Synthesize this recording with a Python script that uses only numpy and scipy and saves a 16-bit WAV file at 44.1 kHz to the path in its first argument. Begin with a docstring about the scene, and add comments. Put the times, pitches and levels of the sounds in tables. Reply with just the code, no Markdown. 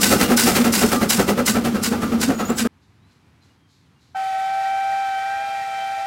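"""Beside a railway line, a small steam engine runs past at arm's length. Used steam barks and booms in
its chimney eleven times a second, a leaking cylinder spits once per wheel turn, and the wheels rumble
and squeal. Then we jump to an almost quiet spot, with faint birds and the engine puffing far off.
There it blows one long, breathy blast: steam rushes over the chambers of its whistle, a note for each."""
import sys
import numpy as np
from scipy import signal
from scipy.fft import rfft, irfft, next_fast_len
from scipy.io import wavfile

SR = 44100
rng = np.random.default_rng(int(sys.argv[2]) if len(sys.argv) > 2 else 0)


def file_out(sig):
    """Save sig as 16-bit WAV at sys.argv[1]."""
    # one column per channel
    cols = np.atleast_2d(sig).T
    # limit, then scale
    lim = np.clip(cols, -1, 1)
    pcm = np.round(lim * 32767).astype(np.int16)
    wavfile.write(sys.argv[1], SR, pcm)


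N = 267246
TIME = np.arange(N) / SR

SCENE_CHANGE_S, WHISTLE_START_S = 2.674, 4.146
BOOM_HZ, BOOM_SCATTER_HZ, BOOM_HALF_S = 234.7, 15, .019  # the chimney's usual boom
SAG_HZ_PER_DB = .4  # the low whistle note sinks as it breaks

# how strong each noise is, from low to high (its "colour"): pitch_hz, level_db
COUNTRY_COLOUR = [(15, -67), (25, -57), (68, -10.5), (97, -5.5), (206, -12), (236, -14.5), (293, -14.5),
                  (335, -20), (607, -30.5), (796, -25), (2220, -30), (4030, -36.5), (12900, -51.5),
                  (16000, -60)]
RUMBLE_COLOUR = [(40, -14), (60, -4), (80, 2), (140, -1), (230, 11), (330, -1), (480, -2), (650, -11.5),
                 (1200, -17.5), (2000, -19), (4000, -21), (6000, -24), (9000, -28.5), (16000, -31.5)]
LEAK_JET_COLOUR = [(2500, -12.5), (3500, -4.5), (4900, -2.5), (6000, 0.5), (7500, 1), (10000, -1.5),
                   (16000, -6.5)]
LEAK_RUSH_COLOUR = [(150, -18.5), (400, -2), (650, 1), (1100, 0.5), (1600, 0.5), (2600, 3.5), (3200, -1),
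                    (4200, 0), (7000, -15.5)]
BARK_COLOUR = [(70, -14.5), (130, -3), (200, 7), (310, -2), (390, 0), (560, -5.5), (650, -9.5), (900, -8),
               (1300, -10), (1700, -12), (2600, -20.5), (4000, -28.5), (9000, -48)]
HISS_COLOUR = [(900, -13), (2000, 7), (3500, 1), (5000, 0.5), (7500, -1), (11000, -3), (16000, -5)]
WHISTLE_STEAM_COLOUR = [(200, -5), (450, -7.5), (700, 4), (850, 11), (1050, -0.5), (1900, 4), (2500, 3.5),
                        (2950, 0), (3500, 2.5), (5000, -2), (7500, -5), (9700, -11.5), (11500, -11),
                        (16000, -26)]
FAR_PUFF_COLOUR = [(1500, -13), (3000, -6), (4000, 6.5), (5500, -1), (7500, -4.5), (9500, -15),
                   (11000, -10), (15000, -28)]
# pitches that each hollow space makes louder: pitch_hz, width_hz, boost_db
SMOKEBOX_PEAKS = [(357, 88, 1), (718, 67, 0.5), (1187, 50, 3.5), (1392, 79, 9)]
CYLINDER_PEAKS = [(1480, 92, 15), (2300, 45, 3), (4560, 110, 6), (5180, 190, 8.3), (7640, 300, 3.4)]
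WHISTLE_PEAKS = [(656, 5.4, 31), (770, 65, 10.5), (1255, 78, 6.6), (1880, 78, 13.4), (2120, 68, 5.3),
                 (2360, 89, 7), (2600, 50, 5.9), (3500, 76, 3.4), (3910, 32, 7.5), (4700, 120, 3.1)]
# puffs of the far engine and spits of the leak: time_s, level_db, rise_s, decay_s
FAR_PUFFS = [(2.84, -65, 0.031, .08), (3.12, -62, 0.024, 0.078), (3.44, -60.5, 0.024, 0.1),
             (3.73, -60, 0.044, 0.12), (4.03, -61, 0.035, 0.17)]
LEAK_SPITS = [(0.028, -14.5, 0.017, 0.084), (.374, -15, 0.0073, .1), (0.728, -18, 0.0056, 0.12),
              (1.103, -15.5, 0.011, 0.058), (1.473, -15.5, 0.012, 0.038), (1.844, -18.5, 0.015, 0.034),
              (2.22, -22, 0.017, 0.045), (2.591, -19.5, 0.015, 0.033)]
# short notes of birds and wheel rims: time_s, half_length_s, pitch_hz, slide_hz_per_s, level_db
BIRD_CHIRPS = [(3.05, .055, 3930, 5000.5, -73), (3.43, 0.016, 4090, 0, -63.5),
               (3.51, .025, 2870, 2702, -72), (3.66, 0.064, 3190, -1000, -73),
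               (3.865, .03, 3160, -12000, -76.5), (3.98, 0.023, 2820, -400, -68.5)]
WHEEL_SQUEALS = [(.265, 0.03, 2840, -700, -35.5), (2.385, 0.04, 6790, -2, -41.5),
                 (2.467, .024, 6870, 299, -39), (2.505, .022, 7230, 2000, -39),
                 (2.505, .02, 7740, 2500, -48), (2.57, .015, 7200, 3000, -43),
                 (2.571, .02, 7900, 6003, -41.5)]
# moments when a wheel rings out: time_s, level_db
WHEEL_RINGS = [(.01, -35), (.985, -31), (1.55, -41), (2.04, -37), (2.45, -53)]
# notes of the shaken iron parts: pitch_hz, level_db, ring_s (time to fade by 60 dB)
IRON_NOTES = [(397, -8.5, 0.019), (483, -11.5, 0.06), (553, -9, 0.038), (725, -12, 0.044),
              (821.7, -14.5, 0.066), (1303, -11, 0.065), (1520, -23, 0.1), (2750, -28, 0.21)]
# turns of the driving wheels: start_s, beat_gap_s, bark_db, hiss_db, rise_s, decay_s
WHEEL_TURNS = [(.038, 0.093, -17, -19.5, 0.025, .034), (.392, 0.09, -17, -19.5, 0.019, 0.036),
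               (.740, .0982, -18, -23.5, 0.023, .024), (1.110, 0.095, -16.3, -23.5, 0.02, 0.021),
               (1.462, 0.099, -20.5, -27.5, .012, .027), (1.837, 0.0983, -24, -33.5, 0.019, 0.031),
               (2.204, 0.1008, -21.5, -34.5, 0.016, 0.031), (2.572, 0.088, -25.5, -38, 0.016, .026)]
# a turn's four beats, the first weakened by the leak: bark_change_db, hiss_change_db, boom_db, boom_lag_s
TURN_BEATS = [(-17, -15.5, -21.5, .045), (2.03, -1, -25, .008), (0.05, 0.5, -21, .012),
              (-0.74, -5.5, -22, 0.015)]
# chimney booms that stand out: time_s, pitch_hz, level_db, half_length_s
LOUD_BOOMS = [(0.337, 241, -15, 0.026), (.45, 240, -14, 0.019), (.615, 240, -13, 0.02),
              (.682, 233.5, -12.5, 0.02), (.848, 223, -15.5, 0.013), (0.966, 242, -15.5, 0.02),
              (1.029, 217, -11.5, 0.011), (1.192, 196, -15.5, .009), (1.32, 206.4, -19, 0.028),
              (1.667, 235, -20, 0.029), (1.752, 217, -12, 0.0087), (1.919, 227, -13.5, 0.012),
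              (2.147, 231.3, -18, 0.039), (2.296, 267, -14.5, 0.016), (2.506, 240, -15, 0.013)]
# the whistle's main note: time_s, pitch_hz, level_db, octave_db, upper_overtones_db
MAIN_NOTE = [(4.19, 770, -24.5, -39.5, -47.5), (4.36, 767.4, -22.9, -41.5, -46.5),
             (4.52, 775.5, -22.3, -38.5, -43.5), (4.72, 777.5, -21.5, -35, -39.0),
             (5.0, 783.4, -22.1, -36.8, -39), (5.17, 774.3, -24, -34.5, -38.5),
             (5.43, 795, -26.4, -35.5, -39), (5.53, 789.8, -26.4, -40.5, -40.5),
             (5.7, 783, -26.9, -46.0, -41.5), (5.83, 780.6, -26.2, -37.5, -39),
             (6.01, 785, -26, -43, -42.5)]
# overtones, the fainter tones above the main and low notes: pitch_multiple, level_db
MAIN_OVERTONES = [(3, -0.5), (4, -10.5), (5, -19), (6, -25), (7, -20.5)]
LOW_OVERTONES = [(2, 0.5), (3, -15), (4, -11.5)]
# the tone two octaves above the main note flares up: time_s, half_length_s, boost_db
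FLARES = [(4.228, 0.11, 10), (4.46, 0.054, 7), (4.75, .08, 2.5), (5.17, 0.039, 8), (5.524, 0.032, 7),
          (5.81, 0.092, 8.5)]
# the low note wanders: time_s, pitch_hz
LOW_PITCH = [(4.19, 656), (4.5, 659), (4.72, 666), (4.92, 660), (5.11, 655.6), (5.22, 658.5), (5.52, 665.4),
             (5.7, 663.1), (6.01, 669)]
# the low note breaks for a moment: time_s, half_length_s, depth_db
LOW_BREAKS = [(4.89, 0.061, 24), (5.176, .07, 14)]
# echoes off the banks beside the line: delay_s, gain
BANK_ECHOES = [(.0047, 0.077), (0.012, 0.14), (0.0249, .2), (.0419, 0.43)]


def from_db(db):
    """Turn decibels into a number to multiply by."""
    return 10 ** (np.asarray(db) / 20)


def rms_one(x):
    """Scale a signal so its average strength (rms) is 1."""
    return x / np.sqrt(np.mean(x ** 2) + 1e-20)


def in_time(rows):
    """Join a table's points with straight lines: one curve for each column after the time."""
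    times, *columns = np.transpose(rows)
    return [np.interp(TIME, times, column) for column in columns]


def ramp(start_s, length_s):
    """Climb from 0 to 1, then stay there."""
    return np.clip((TIME - start_s) / length_s, 0, 1)


def swell(time_s, half_s, level_db):
    """A smooth rise and fall around one moment."""
    return from_db(level_db) * np.exp(-np.minimum(((TIME - time_s) / half_s) ** 2, 20))


def drift(rate):
    """A smooth random wobble of size about 1 that changes about rate times a second."""
    step, warm_up = 40, 2000
    pole = np.exp(-2 * np.pi * step * rate / SR)
    draws = rng.standard_normal(N // step + warm_up + 2)
    slow = signal.lfilter([1], [1, -2 * pole, pole * pole], draws)[warm_up:]
    return np.interp(np.arange(N) / step, np.arange(len(slow)), rms_one(slow))


def noise(colour, peaks=()):
    """The rush of swirling gas, with a broad colour and narrow peaks on top."""
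    size = next_fast_len(N)
    hz = np.maximum(np.fft.rfftfreq(size, 1 / SR), 1)
    points_hz, points_db = np.transpose(colour)
    gain = from_db(np.interp(np.log(hz), np.log(points_hz), points_db))
    gain *= np.minimum(hz / points_hz[0], 1) ** 2
    for centre, width, boost_db in peaks:
        gain *= 1 + (from_db(boost_db) - 1) / (1 + (2 * (hz - centre) / width) ** 2)
    return rms_one(irfft(rfft(rng.standard_normal(size)) * gain, size)[:N])


def puffs(rows):
    """Loudness over time as a valve opens: the flow swells, then the pressure runs out."""
    power = np.zeros(N)
    for time_s, level_db, rise, decay in rows:
        near = slice(max(int((time_s - 3 * rise) * SR), 0), int((time_s + 6 * decay) * SR))
        age = TIME[near] - time_s
        shape = np.exp(-np.where(age < 0, (age / rise) ** 2, age / decay))
        power[near] += (from_db(level_db) * shape) ** 2
    return np.sqrt(power)


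def phase_of(hz, jitter, rate):
    """How far a wave has turned (its phase) while its pitch trembles."""
    return 2 * np.pi * np.cumsum(hz * (1 + jitter * drift(rate))) / SR


def tone(phase, level_db, flutter_db, rate):
    """A pure tone that flutters in loudness."""
    return np.sqrt(2) * np.sin(phase) * from_db(level_db + flutter_db * drift(rate))


def glide(note, jitter, flutter_db):
    """The phase and loudness of one short, shaky, sliding note."""
    time_s, half_s, hz, hz_per_s, level_db = note
    pitch = hz + hz_per_s * np.clip(TIME - time_s, -2 * half_s, 2 * half_s)
    phase = phase_of(pitch, jitter, rate=154)
    return phase, np.sqrt(2) * swell(time_s, half_s, level_db) * from_db(flutter_db * drift(80))


def echoed(x, echoes):
    """The sound plus delayed copies of itself."""
    return x + sum(gain * np.interp(TIME - delay, TIME, x, left=0) for delay, gain in echoes)


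def beats():
    """Four beats to each wheel turn: time_s, bark_db, hiss_db, rise_s, decay_s, boom_time_s, boom_db."""
    rows = []
    for start, gap, bark_db, hiss_db, rise, decay in WHEEL_TURNS:
        for k, (bark_change, hiss_change, boom_db, boom_lag) in enumerate(TURN_BEATS):
            time_s = start + k * gap
            rows.append((time_s, bark_db + bark_change, hiss_db + hiss_change, rise, decay,
                         time_s + boom_lag, boom_db))
    return np.array(rows)


def countryside(level_db):
    """A low outdoor murmur."""
    return from_db(level_db + drift(5.3)) * noise(COUNTRY_COLOUR)


def birds(gain_db):
    """A bird chirps far off in the trees."""
    notes = [glide(note, jitter=0.00394, flutter_db=3.0) for note in BIRD_CHIRPS]
    return from_db(gain_db) * sum(loudness * np.sin(phase) for phase, loudness in notes)


def far_engine(gain_db):
    """Soft puffs of steam from far down the line."""
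    return from_db(gain_db) * puffs(FAR_PUFFS) * noise(FAR_PUFF_COLOUR)


def rumble(level_db, fade_db_per_s, surge_db, surge_lag_s):
    """Wheels rumble and the draught roars, surging with each beat and fading as the engine leaves."""
    surge_times = beats()[:, 0] + surge_lag_s
    surge = np.cos(2 * np.pi * np.interp(TIME, surge_times, np.arange(len(surge_times))))
    roar = noise(RUMBLE_COLOUR, SMOKEBOX_PEAKS)
    return roar * from_db(level_db - fade_db_per_s * TIME + surge_db * surge + 1.2 * drift(7))


def wheel_ring(pitch_hz, steady_db, half_s):
    """A rolling wheel rings thinly, swelling now and then."""
    swells = sum(swell(time_s, half_s, level_db) for time_s, level_db in WHEEL_RINGS)
    phase = phase_of(pitch_hz, jitter=0.0056, rate=50)
    return (from_db(steady_db) + swells) * tone(phase, 0, flutter_db=1.5, rate=26)


def wheel_squeal(octave_db):
    """Wheel rims rub the rail on the curve in thin, shaky squeals."""
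    notes = [glide(note, jitter=0.006, flutter_db=5.0) for note in WHEEL_SQUEALS]
    return sum(loudness * (np.sin(phase) + from_db(octave_db) * np.sin(2 * phase))
               for phase, loudness in notes)


def ironwork(gain_db, uneven_db):
    """Every blast shakes the rods and casing, bringing out a different mix of their notes."""
    out = np.zeros(N)
    blasts = beats()[:, [0, 1, 3, 4]]
    accents_db = uneven_db * np.clip(rng.standard_normal((len(blasts), len(IRON_NOTES))), -2, 1.5)
    for k, (hz, level_db, ring_s) in enumerate(IRON_NOTES):
        shaking = puffs(blasts + np.outer(accents_db[:, k], [0, 1, 0, 0])) * rng.standard_normal(N)
        # a filter that rings at one pitch
        pole, angle = np.exp(-np.log(1000) / (ring_s * SR)), 2 * np.pi * hz / SR
        drive = np.sin(angle) * np.sqrt(2 * (1 - pole * pole))
        ringing = signal.lfilter([0, drive], [1, -2 * pole * np.cos(angle), pole * pole], shaking)
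        out += from_db(level_db + gain_db) * ringing
    return out


def trackside(steam, ground_gain, flank_gain, dulling):
    """Steam noise bounces off the ground and the engine's moving side, and dulls as the engine leaves."""
    heard = echoed(steam, [(.0025, ground_gain), (.0038 + 0.00018 * drift(2.3), flank_gain)])
    treble = signal.sosfilt(signal.butter(1, 9000, "high", fs=SR, output="sos"), heard)
    return heard - dulling * ramp(0.92, 1.9) * treble


def chimney(gain_db, octave_db, drone_db):
    """The gas in the chimney hums faintly and booms after each push, at times much louder."""
    loud_times = np.array(LOUD_BOOMS)[:, 0]
    usual = [(time_s, BOOM_HZ + BOOM_SCATTER_HZ * rng.standard_normal(), level_db, BOOM_HALF_S)
             for time_s, level_db in beats()[:, 5:] if np.abs(loud_times - time_s).min() > .028]
    booms = np.zeros(N)
    for time_s, hz, level_db, half_s in list(LOUD_BOOMS) + usual:
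        near = np.abs(TIME - time_s) < 3 * half_s
        age = TIME[near] - time_s
        phase = 2 * np.pi * (hz * age + rng.random())
        wave = np.sin(phase) + from_db(octave_db) * np.sin(2 * phase)
        booms[near] += from_db(level_db) * np.exp(-(age / half_s) ** 2) * wave
    drone = tone(phase_of(BOOM_HZ, jitter=.04, rate=8), drone_db, flutter_db=3.5, rate=4.8)
    return np.sqrt(2) * booms * from_db(gain_db + 0.77 * drift(60)) + drone


def cylinder_leak(jet_db, rush_db, sputter_db, round_trip_s, slowing_per_s, echo_gain):
    """Once per wheel turn a gap opens: a thin, bright jet comes first, then a fuller rush."""
    spits = np.array(LEAK_SPITS)
    rushes = spits * [1, 1, 1, 0.72] + [0.0091, 0, 0.001, 0]  # later, slower to rise, quicker to fade
    jet = from_db(jet_db) * puffs(spits) * noise(LEAK_JET_COLOUR, CYLINDER_PEAKS)
    rush = from_db(rush_db) * puffs(rushes) * noise(LEAK_RUSH_COLOUR, CYLINDER_PEAKS)
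    # the steam cools as it spreads, so the echo inside its passage slows during each spit
    open_times = spits[:, 0] - 2 * spits[:, 2]
    age = TIME - open_times[np.maximum(np.searchsorted(open_times, TIME) - 1, 0)]
    passage = [(round_trip_s * (1 + slowing_per_s * age), echo_gain)]
    return echoed(jet + rush, passage) * from_db(sputter_db * drift(70))


def exhaust(bark_db, hiss_db, ragged_db):
    """Each beat is a ragged blast: the nozzle hisses, then the smokebox under the chimney barks."""
    barks = beats()[:, [0, 1, 3, 4]]
    hisses = beats()[:, [0, 2, 3, 4]] * [1, 1, 1, 0.92] - [0.002, 0, 0, 0]  # a bit shorter and earlier
    bark = from_db(bark_db) * puffs(barks) * noise(BARK_COLOUR, SMOKEBOX_PEAKS)
    hiss = from_db(hiss_db) * puffs(hisses) * noise(HISS_COLOUR)
    return (bark + hiss) * from_db(ragged_db * drift(66))


def whistle(main_db, overtone_db, low_db, sum_tone_db, deep_db, steam_db):
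    """One chamber sings clearly, two lower ones waver beside it, and steam rushes over their lips."""
    hz, level_db, octave_db, upper_db = in_time(MAIN_NOTE)
    low_hz, = in_time(LOW_PITCH)
    break_db = sum(depth_db * swell(time_s, half_s, 0) for time_s, half_s, depth_db in LOW_BREAKS)
    flare_db = sum(boost_db * swell(time_s, half_s, 0) for time_s, half_s, boost_db in FLARES)
    main = phase_of(hz, jitter=.0011, rate=25)
    low = phase_of(low_hz - SAG_HZ_PER_DB * break_db, jitter=.0035, rate=30)
    deep = phase_of(.6 * hz, jitter=.006, rate=15)
    notes = tone(main, level_db + main_db, flutter_db=0.3, rate=23)
    notes += tone(2 * main, octave_db + overtone_db, flutter_db=1.65, rate=11)
    for multiple, share_db in MAIN_OVERTONES:
        strength_db = upper_db + share_db + overtone_db + (flare_db if multiple == 4 else 0)
        notes += tone(multiple * main, strength_db, flutter_db=1.1, rate=9.9)
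    notes += tone(low, low_db - break_db, flutter_db=0.6, rate=13)
    for multiple, share_db in LOW_OVERTONES:
        notes += tone(multiple * low, low_db + share_db, flutter_db=1.8, rate=14)
    # the chambers share one jet, which makes an extra tone at two of their pitches added together
    notes += tone(main + low, upper_db + sum_tone_db, flutter_db=2.0, rate=19)
    notes += tone(deep, deep_db, flutter_db=1.0, rate=21)
    # the first gush of steam chirps a little high
    notes += puffs([(4.153, -28, 0.0057, 0.019)]) * np.sin(phase_of(838, jitter=0.0212, rate=56))
    steam = echoed(noise(WHISTLE_STEAM_COLOUR, WHISTLE_PEAKS), BANK_ECHOES)
    steam *= from_db(steam_db + .5 * drift(29))
    return notes * ramp(WHISTLE_START_S, 0.0081) + steam * ramp(WHISTLE_START_S, 0.025)


def scene():
    """The passing engine, then the quiet spot and the whistle."""
    steam = (exhaust(bark_db=-0.1, hiss_db=2.0, ragged_db=1.67)
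             + cylinder_leak(jet_db=-0.5, rush_db=-2.5, sputter_db=2.0,
                             round_trip_s=0.000985, slowing_per_s=0.85, echo_gain=.27))
    passing = (trackside(steam, ground_gain=0.14, flank_gain=0.16, dulling=0.7)
               + chimney(gain_db=-0.1, octave_db=-15.5, drone_db=-31.5)
               + ironwork(gain_db=-0.2, uneven_db=2.5)
               + rumble(level_db=-24.5, fade_db_per_s=1.5, surge_db=1.0, surge_lag_s=.012)
               + wheel_ring(pitch_hz=1196, steady_db=-49, half_s=.05)
               + wheel_squeal(octave_db=-8.5))
    far = (countryside(level_db=-56.5) + far_engine(gain_db=-3.5) + birds(gain_db=-2.0)
           + whistle(main_db=0.2, overtone_db=-0.54, low_db=-43.0, sum_tone_db=-9.0,
                     deep_db=-59.0, steam_db=-37.5))
    change = ramp(SCENE_CHANGE_S, 0.001)
    return (passing * (1 - change) + far * change)[None]


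def record(dry):
    """Round off the loudest peaks and cut away the very highest treble."""
    ceiling, cutoff_hz = .72, 15900
    rounded = dry / (1 + (dry / ceiling) ** 6) ** (1 / 6)
    return signal.sosfilt(signal.ellip(12, .1, 80, cutoff_hz, fs=SR, output="sos"), rounded)


dry = scene()
out = record(dry)
file_out(out)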